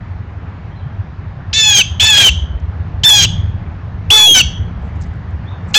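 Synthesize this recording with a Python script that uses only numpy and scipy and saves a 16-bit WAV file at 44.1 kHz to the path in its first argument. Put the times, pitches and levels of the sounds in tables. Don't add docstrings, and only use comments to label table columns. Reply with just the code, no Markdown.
import sys
import numpy as np
from scipy import signal
from scipy.fft import rfft, irfft, next_fast_len
from scipy.io import wavfile
from scipy.ndimage import uniform_filter1d, map_coordinates

SR = 44100
rng = np.random.default_rng(int(sys.argv[2]) if len(sys.argv) > 2 else 0)


def wrap_up_sound(samples):
    columns = np.atleast_2d(samples).T
    tamed = np.clip(columns, -1, 1)
    steps = np.round(tamed * 32767).astype(np.int16)
    wavfile.write(sys.argv[1], SR, steps)


def level_to_linear(level):
    exponent = np.asarray(level, float) / 20
    return 10 ** exponent


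N = 254898


def unit(x):
    return x / np.sqrt(np.mean(x ** 2) + 1e-20)


def ramp(x):
    return np.clip(x, 0, 1)


def along(points, hz):
    f, v = np.transpose(points)
    return np.interp(np.log(hz + 1), np.log(f + 1), v)


def over_time(points):
    return np.interp(np.arange(N) / SR, *np.transpose(points))


def wobble(rate, size=N):
    knots = rng.standard_normal(int(size * rate / SR) + 4)
    return map_coordinates(knots, [np.arange(size) * rate / SR])


def filtered(x, response):
    m = next_fast_len(len(x) + 8192)
    return irfft(rfft(x, m) * response(np.fft.rfftfreq(m, 1 / SR)), m)[:len(x)]


def rush(spectrum, patchy_db):
    z = signal.stft(rng.standard_normal(N), nperseg=512)[2]
    field = uniform_filter1d(rng.standard_normal(z.shape), size=6, axis=0)
    field = unit(uniform_filter1d(field, size=14, axis=1))
    noise = signal.istft(z * level_to_linear(patchy_db * field), nperseg=512)[1][:N]
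    return unit(filtered(noise, lambda hz: level_to_linear(along(spectrum, hz))))


# frequency in Hz, 60 dB decay time in seconds.
WOOD_DECAY = [(1000, .3), (2700, .33), (3350, 0.63), (4000, 0.37), (6400, 0.39), (8000, .27)]


def echoes(x, wet_db):
    hz, t, z = signal.stft(rng.standard_normal(SR), SR, nperseg=256)
    fade_db = -60 * t / along(WOOD_DECAY, hz)[:, None]
    far = 1.3 * level_to_linear(fade_db) * ramp(t / 0.045)
    near = 1.3 * level_to_linear(1.4 * fade_db)
    tail = signal.istft(z * (far + near), SR, nperseg=256)[1]
    tail *= ramp(np.arange(len(tail)) / SR / 0.015)
    tail /= np.linalg.norm(tail)
    return x + level_to_linear(wet_db) * signal.fftconvolve(x, tail)[:len(x)]


# centre in seconds, peak in dB, pitch in Hz.
HEAVY_THROBS = [(0.113, -12, 94), (.205, -13.5, 102), (0.479, -16.5, 87), (1.001, -10.5, 98),
                (1.919, -9, 80.4), (2.036, -8.5, 89), (2.314, -5, 66), (2.378, -8, 80), (2.431, -7.5, 69),
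                (2.509, -11.5, 67.7), (2.557, -8, 64), (2.636, -9.5, 70), (2.689, -11.5, 82),
                (2.763, -11, 87), (2.809, -9, 79), (2.865, -13, 91), (3.262, -10, 107), (3.392, -5.5, 93.2),
                (3.441, -8, 89.4), (3.488, -7, 96.1), (3.547, -9, 97.4), (4.001, -13, 91.7), (4.1, -9, 85),
                (4.46, -7.5, 72), (4.505, -18, 77.4), (4.845, -14, 55), (5.004, -14, 78),
                (5.291, -10.5, 78.6), (5.347, -9, 79), (5.523, -15.5, 88)]
# time in seconds, level in dB.
LOAD = [(0.0, -26.5), (0.89, -27), (1.13, -26.5), (1.63, -25.5), (2.3, -18.5), (2.49, -25.5), (2.85, -22),
        (3.03, -18.5), (3.27, -14.5), (3.44, -18), (3.8, -25), (4.41, -17.5), (4.65, -18.5), (5.38, -23.5),
        (5.78, -24)]
THROB_GAP_S, THROB_JITTER = .056, .3
THROB_OVER_LOAD_DB, THROB_SCATTER_DB, THROB_HZ, THROB_SPREAD = 4, 3, 88, 0.21
THROB_FOLLOWS = .5


def throbs():
    count = int(N / SR / THROB_GAP_S)
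    chance = rng.standard_normal((count, 3))
    jitter = THROB_JITTER * np.clip(chance[:, 0], -1, 1)
    s = (np.arange(count) + .5 + jitter) * THROB_GAP_S
    load_db = np.interp(s, *np.transpose(LOAD))
    db = load_db.mean() + THROB_FOLLOWS * (load_db - load_db.mean())
    db = db + THROB_OVER_LOAD_DB + THROB_SCATTER_DB * chance[:, 1]
    hz = THROB_HZ * np.exp(THROB_SPREAD * chance[:, 2])
    heavy_s = np.array(HEAVY_THROBS)[:, 0]
    free = np.abs(s[:, None] - heavy_s).min(axis=1) > THROB_GAP_S * .7
    return [*HEAVY_THROBS, *np.transpose([s, db, hz])[free]]


# frequency in Hz, level in dB per Hz.
DRONE_SPECTRUM = [(12, -57), (20, -26), (39, -5.5), (86, -1.5), (106, -0.5), (124, -10), (161, -5.5),
                  (247, -27.5), (274, -31.5), (300, -35.5), (390, -58), (660, -120)]


def engine():
    out, t = np.zeros(N + SR), np.arange(-SR // 16, SR // 16) / SR
    swell = np.exp(-.5 * (t / 0.011) ** 2)
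    for (s, db, hz), turn in zip(throbs(), rng.random(200)):
        out[round(s * SR):][:len(t)] += level_to_linear(db - 0.3) * swell * np.sin(2 * np.pi * (hz * t + turn))
    drone = rush(DRONE_SPECTRUM, patchy_db=.3)
    power = np.abs(uniform_filter1d(drone ** 2, size=2600))
    drone = unit(drone / (power + .05) ** .35)
    return out[SR // 16:][:N] + level_to_linear(over_time(LOAD) - 2.0) * drone


# frequency in Hz, level in dB per Hz.
WASH_SPECTRUM = [(120, -19), (200, -6.5), (234, -10), (300, -14.5), (330, -15), (536, -18.5), (830, -17),
                 (1370, -21.5), (1500, -22), (1680, -22), (4220, -41.5), (6750, -53), (8400, -71.5),
                 (10900, -100), (18500, -120)]
# time in seconds, level in dB.
WASH_SWELL = [(0, -37.5), (1.4, -38), (2.8, -36.5), (3.9, -36.5), (4.9, -36), (5.4, -36.5), (5.78, -34.5)]


def traffic_wash():
    level = level_to_linear(over_time(WASH_SWELL) + 0.56 * wobble(4.3))
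    return level * rush(WASH_SPECTRUM, patchy_db=1.4)


# time in seconds, pitch in Hz, level in dB.
WHISTLES = [
    [(.705, 3030, -66), (.73, 3280, -54), (.75, 3380, -51), (.765, 4130, -50), (.785, 4050, -50),
     (.8, 3840, -52), (.808, 3350, -50), (.83, 3050, -50), (.845, 3050, -65)],
    [(5.45, 3355, -59), (5.48, 3405, -42), (5.5, 3783, -48), (5.525, 3660, -50), (5.545, 3730, -66)],
]


def songbird():
    out, t = np.zeros(N), np.arange(N) / SR
    for rows in WHISTLES:
        s, hz, db = np.transpose(rows)
        level = level_to_linear(np.interp(t, s, db, left=-150, right=-150) - 3.5 + 4.8 * wobble(110))
        pitch = np.interp(t, s, hz) * (1 + .018 * wobble(200))
        out += level * np.sin(2 * np.pi * np.cumsum(pitch) / SR)
    return echoes(out, wet_db=-6)


# frequency in Hz, width in Hz, level in dB.
THROAT = [(1660, 240, -21.5), (3100, 1400, 8), (4630, 1300, -12.5), (5970, 2200, -2.5), (8530, 3600, -21)]


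def throat(hz):
    return sum(level_to_linear(db) * 1j * hz * w / (c * c - hz * hz + 1j * hz * w) for c, w, db in THROAT)


# partial number, group (0 main, 1 eighth, 2 low, 3 upper, 4 half-way,
# 5 chest), tilt inside the group in dB.
PARTIALS = [(1, 5, .1), (2, 2, -2.5), (3, 2, 2.5), (4, 0, .1), (5, 3, .1), (6, 3, .6), (7, 3, -2.5),
            (8, 1, .1), (9, 3, -12), (2.5, 4, -5), (3.5, 4, -3), (4.5, 4, 2.5), (5.5, 4, -3), (6.5, 4, -3),
            (7.5, 4, .6)]
# from, partly thinned, thinnest, back, all in seconds.
PURE_S = (4.2, 4.27, 4.338, 4.35)
THIN_DB, BREAK_DB = -17, 3
SHUT_EIGHTH_DB, SHUT_LOW_DB = -19.5, -8.5
CLOSING_S, CLOSE_EIGHTH_DB, CLOSE_LOW_DB, CLOSE_UPPER_DB = 0.029, -11.5, -10, -8
TIRING_S, TIRED_LOW_DB = .16, -8
DOUBLED_DB = -3


def scream(rows, colour, chest, start, end, snap, sag, doubled):
    t = start + np.arange(int(1.2 * SR)) / SR
    size = len(t)
    age, left = t - start, end - t
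    s, *cols = np.transpose(rows)
    top_hz, main_db, hoarse = [np.interp(t, s, c) for c in cols]
    hoarse, top_hz = ramp(hoarse), uniform_filter1d(top_hz, size=400)

    eighth_db, low_db, upper_db, opening_s = colour
    shut, closing = np.exp(-age / opening_s), ramp(1 - left / CLOSING_S)
    back_db = BREAK_DB * (start < PURE_S[0] < end)
    thin_db = np.interp(t, PURE_S, [0, .6 * THIN_DB, THIN_DB, back_db])
    eighth_db = eighth_db + SHUT_EIGHTH_DB * shut + CLOSE_EIGHTH_DB * closing
    low_db = low_db + SHUT_LOW_DB * shut + CLOSE_LOW_DB * closing + thin_db
    low_db = low_db + TIRED_LOW_DB * ramp(1 - left / TIRING_S) - 14 * ramp(1 - age / 0.01)
    upper_db = upper_db + CLOSE_UPPER_DB * closing + thin_db
    halfway_db = upper_db + DOUBLED_DB - 40 * ramp((t - doubled) / .03 + 1)
    share, middle_s, half_s = chest
    chest_share = share * np.exp(-((t - middle_s) / half_s) ** 4) + 0.0057
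    chest_db = main_db + 20 * np.log10(np.clip(chest_share, .003, 1))
    group_db = [main_db, eighth_db, low_db, upper_db, halfway_db, chest_db]

    scoop = 1 - snap / (1 + np.exp(np.clip((age - .005) / .0014, -30, 30)))
    waver = 1 + (.001 + .03 * hoarse ** 2) * wobble(90, size)
    turns = np.cumsum(top_hz * scoop * waver / 4) / SR
    turns = turns + hoarse * 0.038 * wobble(330, size)
    droop_share = sag * ramp(1 - (left - .006) / (.22 * sag)) ** 2.5
    droop = np.cumsum(top_hz * droop_share) / SR

    voice = np.zeros(size)
    for k, group, tilt_db in PARTIALS:
        main = k == 4
        flutter_db = (0.31 + 7 * hoarse * (1 - 0.27 * main)) * wobble(75, size)
        flutter_db = flutter_db + 1.6 * (not main) * wobble(30, size)
        flutter_db = flutter_db + 2.4 * (k == 1) * wobble(120, size)
        level = level_to_linear(group_db[int(group)] + tilt_db + 1.0 + flutter_db)
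        voice += level * np.sin(2 * np.pi * (k * turns - main * droop + rng.random()))
    breath = filtered(rng.standard_normal(size), throat)
    breath = unit(filtered(breath, lambda hz: hz > 1300))
    effort = np.sqrt(sum(level_to_linear(db) ** 2 for db in group_db))
    voice += effort * hoarse ** 2 * 1.38 * breath * level_to_linear(2.8 * wobble(110, size))
    gate = ramp(age / .0035) * ramp(left / .011)
    return echoes(voice * gate, wet_db=-20.5)


# time in seconds, fourth partial in Hz, its level in dB, hoarseness 0-1.
CONTOURS = [
    [(1.542, 3457, -15.5, .35), (1.575, 3573, -8.5, .33), (1.63, 3476, -9.5, .3), (1.69, 3400, -6.5, .25),
     (1.75, 3255, -8, .4), (1.79, 3175, -7.5, 0.6), (1.812, 3005, -7, .55)],
    [(2.012, 3430, -4.5, 0.5), (2.05, 3492, -4.5, .5), (2.1, 3487, -7, 0.4), (2.14, 3308, -5.5, .4),
     (2.19, 3288, -1.2, 0.5), (2.24, 3146, -2.5, .46), (2.293, 2969, -5, .55)],
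    [(3.046, 3517, -1.3, .36), (3.075, 3545, 6.5, 0.1), (3.092, 3507, -0.6, .25), (3.112, 3372, 5, .14),
     (3.145, 3353, -4, .18), (3.2, 3206, -7, .35), (3.252, 3182, -8.5, 0.6)],
    [(4.114, 3426, 2, .25), (4.16, 3467, 2, .2), (4.25, 3376, 1.1, 0), (4.3, 3280, 4.5, .16),
     (4.335, 3242, -0.5, .2), (4.35, 3120, -6, .42), (4.412, 2933, -2.5, 0.5)],
    [(5.756, 3340, -5.5, .6), (5.772, 3463, 1, 0.1)],
]
# beak opens in seconds, closes in seconds, upward snap share, final sag share,
# period doubling until seconds.
LIMITS = [
    (1.5285, 1.826, .27, .14, 1.645),
    (1.9965, 2.301, .15, .095, 0),
    (3.034, 3.261, .15, .1, 0),
    (4.1022, 4.422, .22, .09, 4.28),
    (5.7408, 5.9, .22, .1, 0),
]
# eighth partial in dB, low partials in dB, upper partials in dB, opening time in seconds.
COLOURS = [
    (-6.5, -16, -23, 0.12),
    (-14, -14.5, -25, 0.029),
    (-10, -15.5, -15.5, 0.025),
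    (-7.5, -16.5, -19.5, .03),
    (-7.5, -4.5, -14, .008),
]
# share 0-1, middle in seconds, half length in seconds.
CHEST = [
    (.06, 1.7, .06),
    (.05, 2.1, .08),
    (.12, 3.125, .05),
    (.14, 4.195, .08),
    (.2, 5.775, .02),
]


def jay():
    out = np.zeros(N + 2 * SR)
    for rows, colour, chest, limits in zip(CONTOURS, COLOURS, CHEST, LIMITS):
        call = scream(rows, colour, chest, *limits)
        out[round(limits[0] * SR):][:len(call)] += call
    return out[:N]


# centre in seconds, peak in dB, pitch in Hz, length in seconds.
SCRATCHES = [(2.602, -57, 5290, .004), (4.862, -67, 6800, .03), (4.963, -60, 5930, 0.0058),
             (5.009, -57, 7260, 0.0031), (5.021, -39.5, 6500, 0.0044), (5.037, -52, 5360, .006),
             (5.066, -63, 7370, .012), (5.138, -60.5, 7300, 0.0019), (5.158, -65, 7050, 0.0038),
             (5.308, -57.5, 6370, 0.0014), (5.692, -52, 7600, 0.0095), (5.707, -53, 6470, .006),
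             (5.74, -32, 7000, 0.0025)]


def claws():
    out, t = np.zeros(N + SR), np.arange(-2048, 2048) / SR
    for s, db, hz, length_s in SCRATCHES:
        grit = rng.standard_normal(len(t)) * level_to_linear(5.1 * wobble(736, len(t)))
        grit = unit(filtered(grit, lambda f: np.exp(-.5 * ((f - hz) / 1500) ** 2)))
        puff = np.exp(-.5 * (t / length_s) ** 2)
        out[round(s * SR) - 2048:][:len(t)] += level_to_linear(db + 1.0) * grit * puff
    return out[:N]


def low_cut(hz):
    u = 1j * hz / 85
    return u * u / (1 + np.sqrt(2) * u + u * u)


def scene():
    deep = filtered(engine(), lambda hz: 1 / (np.abs(low_cut(hz)) + 0.1))
    return (deep + traffic_wash() + songbird() + jay() + claws())[None]


def top_cut(x):
    return signal.sosfilt(signal.butter(12, 15930, fs=SR, output="sos"), x)


def record(dry):
    up, down = 160, 441
    smooth = signal.firwin(40 * down + 1, 1.03 / down, window=("kaiser", 8))
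    faded = dry[0] * ramp(np.arange(N) / 300)
    coarse = np.clip(signal.resample_poly(faded, up, down, window=smooth), -.75, .75)
    fine = np.pad(signal.resample_poly(coarse, down, up, window=smooth), (0, 8))[:N]
    fine = filtered(fine, low_cut)
    mix = np.clip(fine, -.745, .745)[None] + .002
    return top_cut(mix)


dry = scene()
out = record(dry)
wrap_up_sound(out)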